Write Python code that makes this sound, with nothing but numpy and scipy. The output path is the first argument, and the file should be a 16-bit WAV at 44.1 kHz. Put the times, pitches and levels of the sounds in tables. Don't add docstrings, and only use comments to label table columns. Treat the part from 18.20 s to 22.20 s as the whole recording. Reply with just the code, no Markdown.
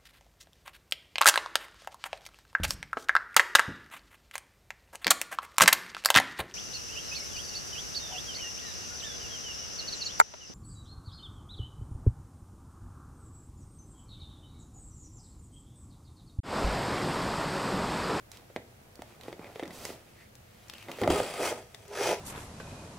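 import sys
import numpy as np
from scipy import signal
from scipy.fft import rfft, irfft
from scipy.io import wavfile

SR = 44100
rng = np.random.default_rng(int(sys.argv[2]) if len(sys.argv) > 2 else 0)


def to_wav(s):
    ch = np.atleast_2d(s).T
    pcm = np.round(np.clip(ch, -1, 1) * 32767)
    wavfile.write(sys.argv[1], SR, pcm.astype(np.int16))


N = 176400
T = np.arange(N) / SR


def from_db(db):
    return 10 ** (np.asarray(db) / 20)


def unit(x):
    return x / np.sqrt(np.sum(x ** 2) + 1e-20)


def through(x, response):
    return signal.fftconvolve(x, response)[:len(x)]


def gains(rows):
    times_s, *columns_db = np.transpose(rows)
    return [from_db(np.interp(T, times_s, db, left=-120, right=-120)) for db in columns_db]


def colour(points, size=4096):
    hz, db = np.transpose(points)
    grid_hz = np.maximum(np.fft.rfftfreq(size, 1 / SR), 1)
    magnitude = from_db(np.interp(np.log(grid_hz), np.log(hz), db))
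    cepstrum = irfft(np.log(magnitude))
    cepstrum[1:size // 2] *= 2
    cepstrum[size // 2 + 1:] = 0
    return irfft(np.exp(rfft(cepstrum)))


def steady(x, points):
    return unit(through(x, colour(points))) * np.sqrt(N)


def flutter(hz):
    lowpass = signal.butter(2, hz, fs=SR, output="sos")
    return unit(signal.sosfilt(lowpass, rng.standard_normal(N))) * np.sqrt(N)


def slips(per_s, spread_db):
    sizes = from_db(spread_db * np.minimum(rng.exponential(1, N), 4))
    return (rng.random(N) < per_s / SR) * sizes * rng.choice([-1, 1], N)


def burst(decay_s, size=4096):
    return unit(rng.standard_normal(size) * np.exp(-T[:size] / decay_s))


def contact(response, decay_s, scatter=1):
    force = scatter * burst(decay_s)
    force[0] += 1
    return unit(through(force, response)) * np.sqrt(.005 * SR)


def add(out, start_s, sound):
    i = int(start_s * SR)
    out[..., i:i + sound.shape[-1]] += sound[..., :N - i]


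def pan(x, db):
    return x * from_db(np.array([[db], [-db]]) / 2)


# (frequency [Hz], gain [dB])
ROOM_TONE_COLOUR = [(12, -27), (20, -12), (70, -3), (113, 2), (177, -9), (222, -5), (262, -14.5),
                    (678, -15), (949, -24.5), (1660, -22), (1810, -25), (2020, -23.5), (3530, -28),
                    (11100, -31), (16000, -31.5)]
# (frequency [Hz], side over mid [dB])
ROOM_TONE_WIDTH = [(60, -25), (400, 0.5), (1500, 3.5), (5000, 0.5), (14000, -1.5)]


def room_tone(level_db=-57.5):
    mid, side = (steady(rng.standard_normal(N), ROOM_TONE_COLOUR) for _ in range(2))
    side = through(side, colour(ROOM_TONE_WIDTH))
    return from_db(level_db) * np.array([mid + side, mid - side])


# (time [s], rub level [dB], brush level [dB])
FINGER_LEVELS = [(0, -76, -86), (.1, -63, -78), (.135, -61.5, -55.5), (.175, -55.5, -59.5), (.24, -67, -71),
                 (.74, -65.5, -75), (.83, -66, -64.5), (.92, -60.5, -62.5), (.99, -59, -70),
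                 (1.04, -54, -57.5), (1.09, -51, -58), (1.16, -62, -66), (1.24, -47.5, -61.5),
                 (1.31, -54.5, -61.5), (1.38, -58, -58), (1.46, -50, -63), (1.55, -54, -60),
                 (1.7, -48, -51.5), (1.78, -60, -64), (1.92, -69, -67), (2.01, -68.5, -62),
                 (2.1, -69.5, -73), (2.42, -69, -63.5), (2.52, -62.5, -60.5), (2.6, -64.5, -56),
                 (2.67, -57, -59), (2.695, -41, -54), (2.75, -53, -53), (2.81, -53, -46.5), (2.9, -58, -61)]
# (frequency [Hz], gain [dB])
RUB_COLOUR = [(60, -34), (160, -11), (330, -1), (450, -2), (650, -1.5), (1000, -7), (2000, -19.5),
              (5000, -75)]
BRUSH_COLOUR = [(400, -18), (1000, -6), (1700, -3.5), (2400, -2), (3600, -6.5), (7000, -12.5), (16000, -19)]


def fingers():
    rub_gain, brush_gain = gains(FINGER_LEVELS)
    rub = rub_gain * steady(slips(per_s=900, spread_db=3.5), RUB_COLOUR)
    brush = brush_gain * steady(slips(per_s=2600, spread_db=1), BRUSH_COLOUR)
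    return pan(rub + brush, db=-1.6)


# (time [s], level [dB], centre [Hz], pan [dB])
TICKS = [(0.117, -46.5, 6240, -9.5), (.150, -68, 4000, -11), (0.172, -53.5, 4640, -13),
         (.756, -55, 6400, -12), (0.8205, -50.5, 5260, -5), (1.0116, -49.5, 3300, -8),
         (1.0348, -54, 3480, -14), (1.432, -67, 6000, -1), (1.456, -59, 5000, -14), (1.478, -52, 5000, 4),
         (1.6524, -36.5, 5600, -7), (2.154, -53.5, 7300, 2), (2.484, -60, 7000, 16),
         (2.4978, -40, 3700, 2.5), (2.537, -44, 2860, -1), (2.583, -49.5, 3500, 6), (2.627, -50.5, 2840, 8),
         (2.7162, -40, 2800, 0), (2.816, -48, 8000, 11), (2.8765, -44.5, 7000, 0), (2.903, -36, 7400, 2),
         (3.547, -47, 4760, 11.5), (3.681, -58.5, 8000, 15)]
# (frequency [x centre], gain [dB])
TICK_SHAPE = [(.08, -9), (.2, -6), (.45, -7.5), (.7, -0.5), (1, 0.5), (1.5, -7.5), (2.5, -13.5), (5, -17)]


def ticks():
    out = np.zeros((2, N))
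    for start_s, db, centre_hz, pan_db in TICKS:
        response = colour([(centre_hz * ratio, gain_db) for ratio, gain_db in TICK_SHAPE])
        click = from_db(db) * contact(response, decay_s=.0029)
        add(out, start_s, pan(click, pan_db))
    return out


# (time [s], thud level [dB], crack level [dB], panel pitch [ratio])
JOLTS = [(.301, -48, -71, 1.1), (.3622, -30, -36.5, 1.06), (.7925, -41.5, -63, 0.55),
         (.8205, -40.5, -52.5, 1.5), (1.0825, -34, -50.5, 0.98), (1.128, -39, -46.5, 0.94),
         (1.194, -39, -58, 0.56), (1.245, -52, -50, 1.5), (1.269, -54, -52.5, 1), (1.3585, -38, -48, 1.03),
         (1.396, -33.5, -41, 1.16), (1.4271, -31, -50, 0.81), (1.434, -37.5, -41.5, 0.77),
         (1.456, -59, -48.5, 0.7), (1.478, -41.5, -59, 0.37), (1.507, -42.5, -47.5, 0.36),
         (1.6522, -39, -39.5, 1.01), (1.692, -42, -60, 1.27), (1.703, -37, -66, 0.98),
         (2.685, -41.5, -46, 0.89), (2.787, -37, -51, 1.18), (2.816, -30, -40.5, 1.27),
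         (2.836, -27.5, -32, 0.75), (2.860, -33, -54, 0.8), (2.8765, -17, -35, 0.92),
         (2.9033, -17.5, -55, 0.96), (3.002, -21, -46, 1.25), (3.2005, -35, -52, 0.66),
         (3.208, -27.5, -47, 1.46), (3.5455, -52.5, -47.5, 1.56), (3.8125, -30, -62, 1.43),
         (3.858, -29, -55, 1.9), (3.891, -27.5, -53, 1.14), (3.903, -38, -66, 1.5)]
# (frequency [Hz], level [dB], T60 [s])
PANEL_MODES = [(230, -20.5, 0.043), (303, -6, 0.026), (417, 13, 0.02), (520, -5, 0.019), (593, -1, 0.021),
               (900, -20, 0.0058), (1240, -4, 0.016)]
# (frequency [Hz], gain [dB])
CRACK_COLOUR = [(500, -19.5), (1300, -14), (1650, 3.5), (2050, 10.5), (2700, -4), (3550, 0), (4000, -8),
                (4500, -8.5), (6000, -14), (8000, -18), (16000, -28)]


def jolts(size=4096):
    t, out = T[:size], np.zeros(N)
    radiation = signal.butter(2, [160, 1100], "band", fs=SR, output="sos")
    crack = colour(CRACK_COLOUR)
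    for start_s, thud_db, crack_db, pitch in JOLTS:
        modes = sum(from_db(db - 60 * t / t60_s) * np.cos(2 * np.pi * pitch * hz * t)
                    for hz, db, t60_s in PANEL_MODES)
        panel = signal.sosfilt(radiation, modes)
        add(out, start_s, -from_db(thud_db) * contact(panel, decay_s=.0054, scatter=.73))
        add(out, start_s, from_db(crack_db) * contact(crack, decay_s=.0052))
    return pan(out, db=-1.5)


# (time [s], length [s], level [dB], centre [Hz])
SCRAPES = [(1.21, .07, -56.5, 2240), (1.946, 0.14, -62.5, 2000), (2.515, 0.061, -53.5, 2840),
           (2.584, 0.067, -50, 2540), (2.707, 0.068, -53.5, 2900), (2.897, 0.014, -35.5, 3170),
           (3.232, 0.017, -38, 2260), (3.758, 0.041, -40.5, 1660)]


def scrapes():
    out = np.zeros(N)
    for start_s, length_s, db, centre_hz in SCRAPES:
        band = signal.butter(1, centre_hz * np.exp([-.14, .14]), "band", fs=SR, output="sos")
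        grains = signal.sosfilt(np.vstack([band, band]), slips(per_s=2500, spread_db=5))
        swell = np.sin(np.pi * np.clip((T - start_s) / length_s, 0, 1))
        out += from_db(db) * swell * unit(grains) * np.sqrt(N)
    return out


# (time [s], level [dB])
SLIDE_LEVELS = [(1.48, -77), (1.54, -51), (1.6, -51), (1.65, -47), (1.7, -49.5), (1.74, -55.5), (1.79, -72),
                (2.05, -88)]
# (frequency [Hz], gain [dB])
SLIDE_COLOUR = [(600, 4), (1500, -5.5), (3000, -1), (5000, -1), (8000, -2.5), (11000, -6.5), (16000, -10)]


def thread_slide():
    hiss = steady(slips(per_s=11000, spread_db=3), SLIDE_COLOUR)
    return pan(gains(SLIDE_LEVELS)[0] * hiss, db=-3.5)


# (time [s], level [dB])
HEAVE_LEVELS = [(2.79, -65), (2.825, -30), (2.86, -38.5), (2.91, -29), (2.96, -46), (3.01, -39.5),
                (3.06, -54)]
# (frequency [Hz], gain [dB])
HEAVE_COLOUR = [(15, -9), (35, -14), (75, -5), (140, -4.5), (280, -7.5), (400, 0.5), (800, -53)]


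def heave():
    return gains(HEAVE_LEVELS)[0] * steady(rng.standard_normal(N), HEAVE_COLOUR)


# (frequency [Hz], bandwidth [Hz], gain [dB])
RESONANCES = [(405.4, 14, 13.5), (491, 27, 7), (605, 20, 8.5), (676, 70, 3.5), (1253, 26, 8),
              (2150, 100, 4.5), (2480, 100, 3), (3330, 55, 6), (4770, 57, 9), (5800, 120, 0.5),
              (6300, 110, -1)]


def resonate(x):
    return x + sum((from_db(db) - 1) * signal.lfilter(*signal.iirpeak(hz, hz / width_hz, fs=SR), x)
                   for hz, width_hz, db in RESONANCES)


# (time [s], drone level [dB], rasp level [dB])
PULL_1 = [(2.79, -76, -63), (2.82, -30, -61), (2.898, -38.5, -48.5), (2.907, -22.5, -32.5),
          (2.93, -33, -37.5), (2.975, -29.5, -35), (3.02, -37.5, -40), (3.12, -43, -43.5), (3.18, -45, -43),
          (3.22, -55, -53)]
PULL_2 = [(3.16, -46, -59), (3.205, -32.5, -40.5), (3.24, -29.5, -34.5), (3.27, -28, -34),
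          (3.295, -37, -36), (3.325, -33.5, -44), (3.35, -44, -51), (3.39, -43, -53), (3.46, -69, -65),
          (3.66, -56, -61)]
PULL_3 = [(3.65, -69.5, -66), (3.72, -42, -54), (3.78, -37.5, -38.5), (3.81, -31.5, -38.5),
          (3.85, -30.5, -33), (3.9, -27, -34), (3.93, -24, -36), (3.96, -48, -48.5), (4, -50, -52)]
# (frequency [Hz], gain [dB])
DRONE_1 = [(40, -37), (130, -10.5), (270, -7.5), (410, -5.5), (520, -0.5), (720, -1.5), (900, -5),
           (1100, -8), (1600, -18), (4000, -61)]
DRONE_2 = [(40, -31), (130, -20), (300, -8.5), (420, -4), (520, -2.5), (700, -5.5), (900, -5.5),
           (1100, -14.5), (1600, -16), (4000, -57)]
DRONE_3 = [(40, -40), (120, -15), (270, -17), (340, -8), (400, -0.5), (500, -4), (700, -7.5), (1000, -6),
           (1100, -24), (1600, -16), (4000, -63)]
# (frequency [Hz], gain [dB])
RASP_1 = [(700, -5.5), (1200, 3.5), (2400, 5.5), (3300, 2.5), (3900, -0.5), (6700, -4.5), (7600, -1),
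          (10400, -4.5), (11500, -12), (16000, -14)]
RASP_2 = [(700, -8), (1200, -3), (2300, 0.5), (3300, -3), (3700, -6), (5100, -7.5), (5800, -2.5),
          (6900, -6.5), (8500, -5.5), (10400, -9), (11700, -16), (13200, -13), (14200, -19), (16000, -16)]
RASP_3 = [(700, -13), (1200, 0), (2500, 1.5), (3700, -4), (5000, -6), (5700, 1), (6400, -3.5), (6900, -7.5),
          (8400, -9.5), (9800, -9), (10800, -9), (11400, -17), (14000, -15), (16000, -23)]


def thread_pull(levels, drone_colour, rasp_colour, snag_db=1.35):
    drone_gain, rasp_gain = gains(levels)
    snags = from_db(snag_db * flutter(hz=78))
    drone = drone_gain * steady(resonate(snags * slips(per_s=5000, spread_db=3)), drone_colour)
    rasp = rasp_gain * steady(resonate(snags * slips(per_s=10000, spread_db=3)), rasp_colour)
    treble = signal.sosfilt(signal.butter(1, 4000, "high", fs=SR, output="sos"), rasp)
    return pan(drone, db=-1.1) + pan(rasp - treble, db=-1.4) + pan(treble, db=1)


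# (time [s], level [dB])
THUMPS = [(2.817, -45), (2.877, -29), (2.904, -30)]


def thumps(bounce_hz=145, damping_s=.008, size=4096):
    t, out = T[:size], np.zeros(N)
    bounce = np.sin(2 * np.pi * bounce_hz * t) * np.exp(-t / damping_s)
    for start_s, db in THUMPS:
        add(out, start_s, -from_db(db) * contact(bounce, decay_s=.0054, scatter=.45))
    return out


def treble_ripple(x, delay_s=.001599, echo_gain=.1, highpass_hz=1530):
    treble = signal.sosfilt(signal.butter(1, highpass_hz, "high", fs=SR, output="sos"), x)
    echo = np.array([np.interp(T - delay_s, T, channel, left=0) for channel in treble])
    return x + echo_gain * echo


# (frequency [Hz], gain [dB])
TAIL_COLOUR = [(80, -2), (300, 4), (700, -1.5), (2000, -5), (5000, -9), (16000, -19)]
# (frequency [Hz], gain [dB])
SIDE_COLOUR = [(60, -32), (500, -25.5), (1000, -13.5), (2000, -11), (5000, -6), (14000, -4.5)]


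def workshop(x, t60_s=.31, predelay_s=.007, tail_db=-9):
    mid = x.mean(axis=0)
    tail, side_tail = (burst(t60_s / np.log(1000), size=22050) for _ in range(2))
    tail = np.concatenate([np.zeros(int(predelay_s * SR)), through(tail, colour(TAIL_COLOUR))])
    wet = from_db(tail_db) * through(mid, tail)
    near_scatter = .45 * through(mid, burst(decay_s=.0013))
    wall_scatter = .85 * through(mid, side_tail)
    side = through(near_scatter + wall_scatter, colour(SIDE_COLOUR))
    return x + wet + np.array([side, -side])


def scene():
    pulls = (thread_pull(PULL_1, DRONE_1, RASP_1)
             + thread_pull(PULL_2, DRONE_2, RASP_2)
             + thread_pull(PULL_3, DRONE_3, RASP_3))
    impacts = jolts() + thumps() + ticks()
    handling = scrapes() + fingers() + thread_slide() + heave()
    return workshop(treble_ripple(pulls + impacts + handling)) + room_tone()


def record(dry):
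    return signal.sosfilt(signal.ellip(12, .1, 80, 15750, fs=SR, output="sos"), dry)


dry = scene()
out = record(dry)
to_wav(out)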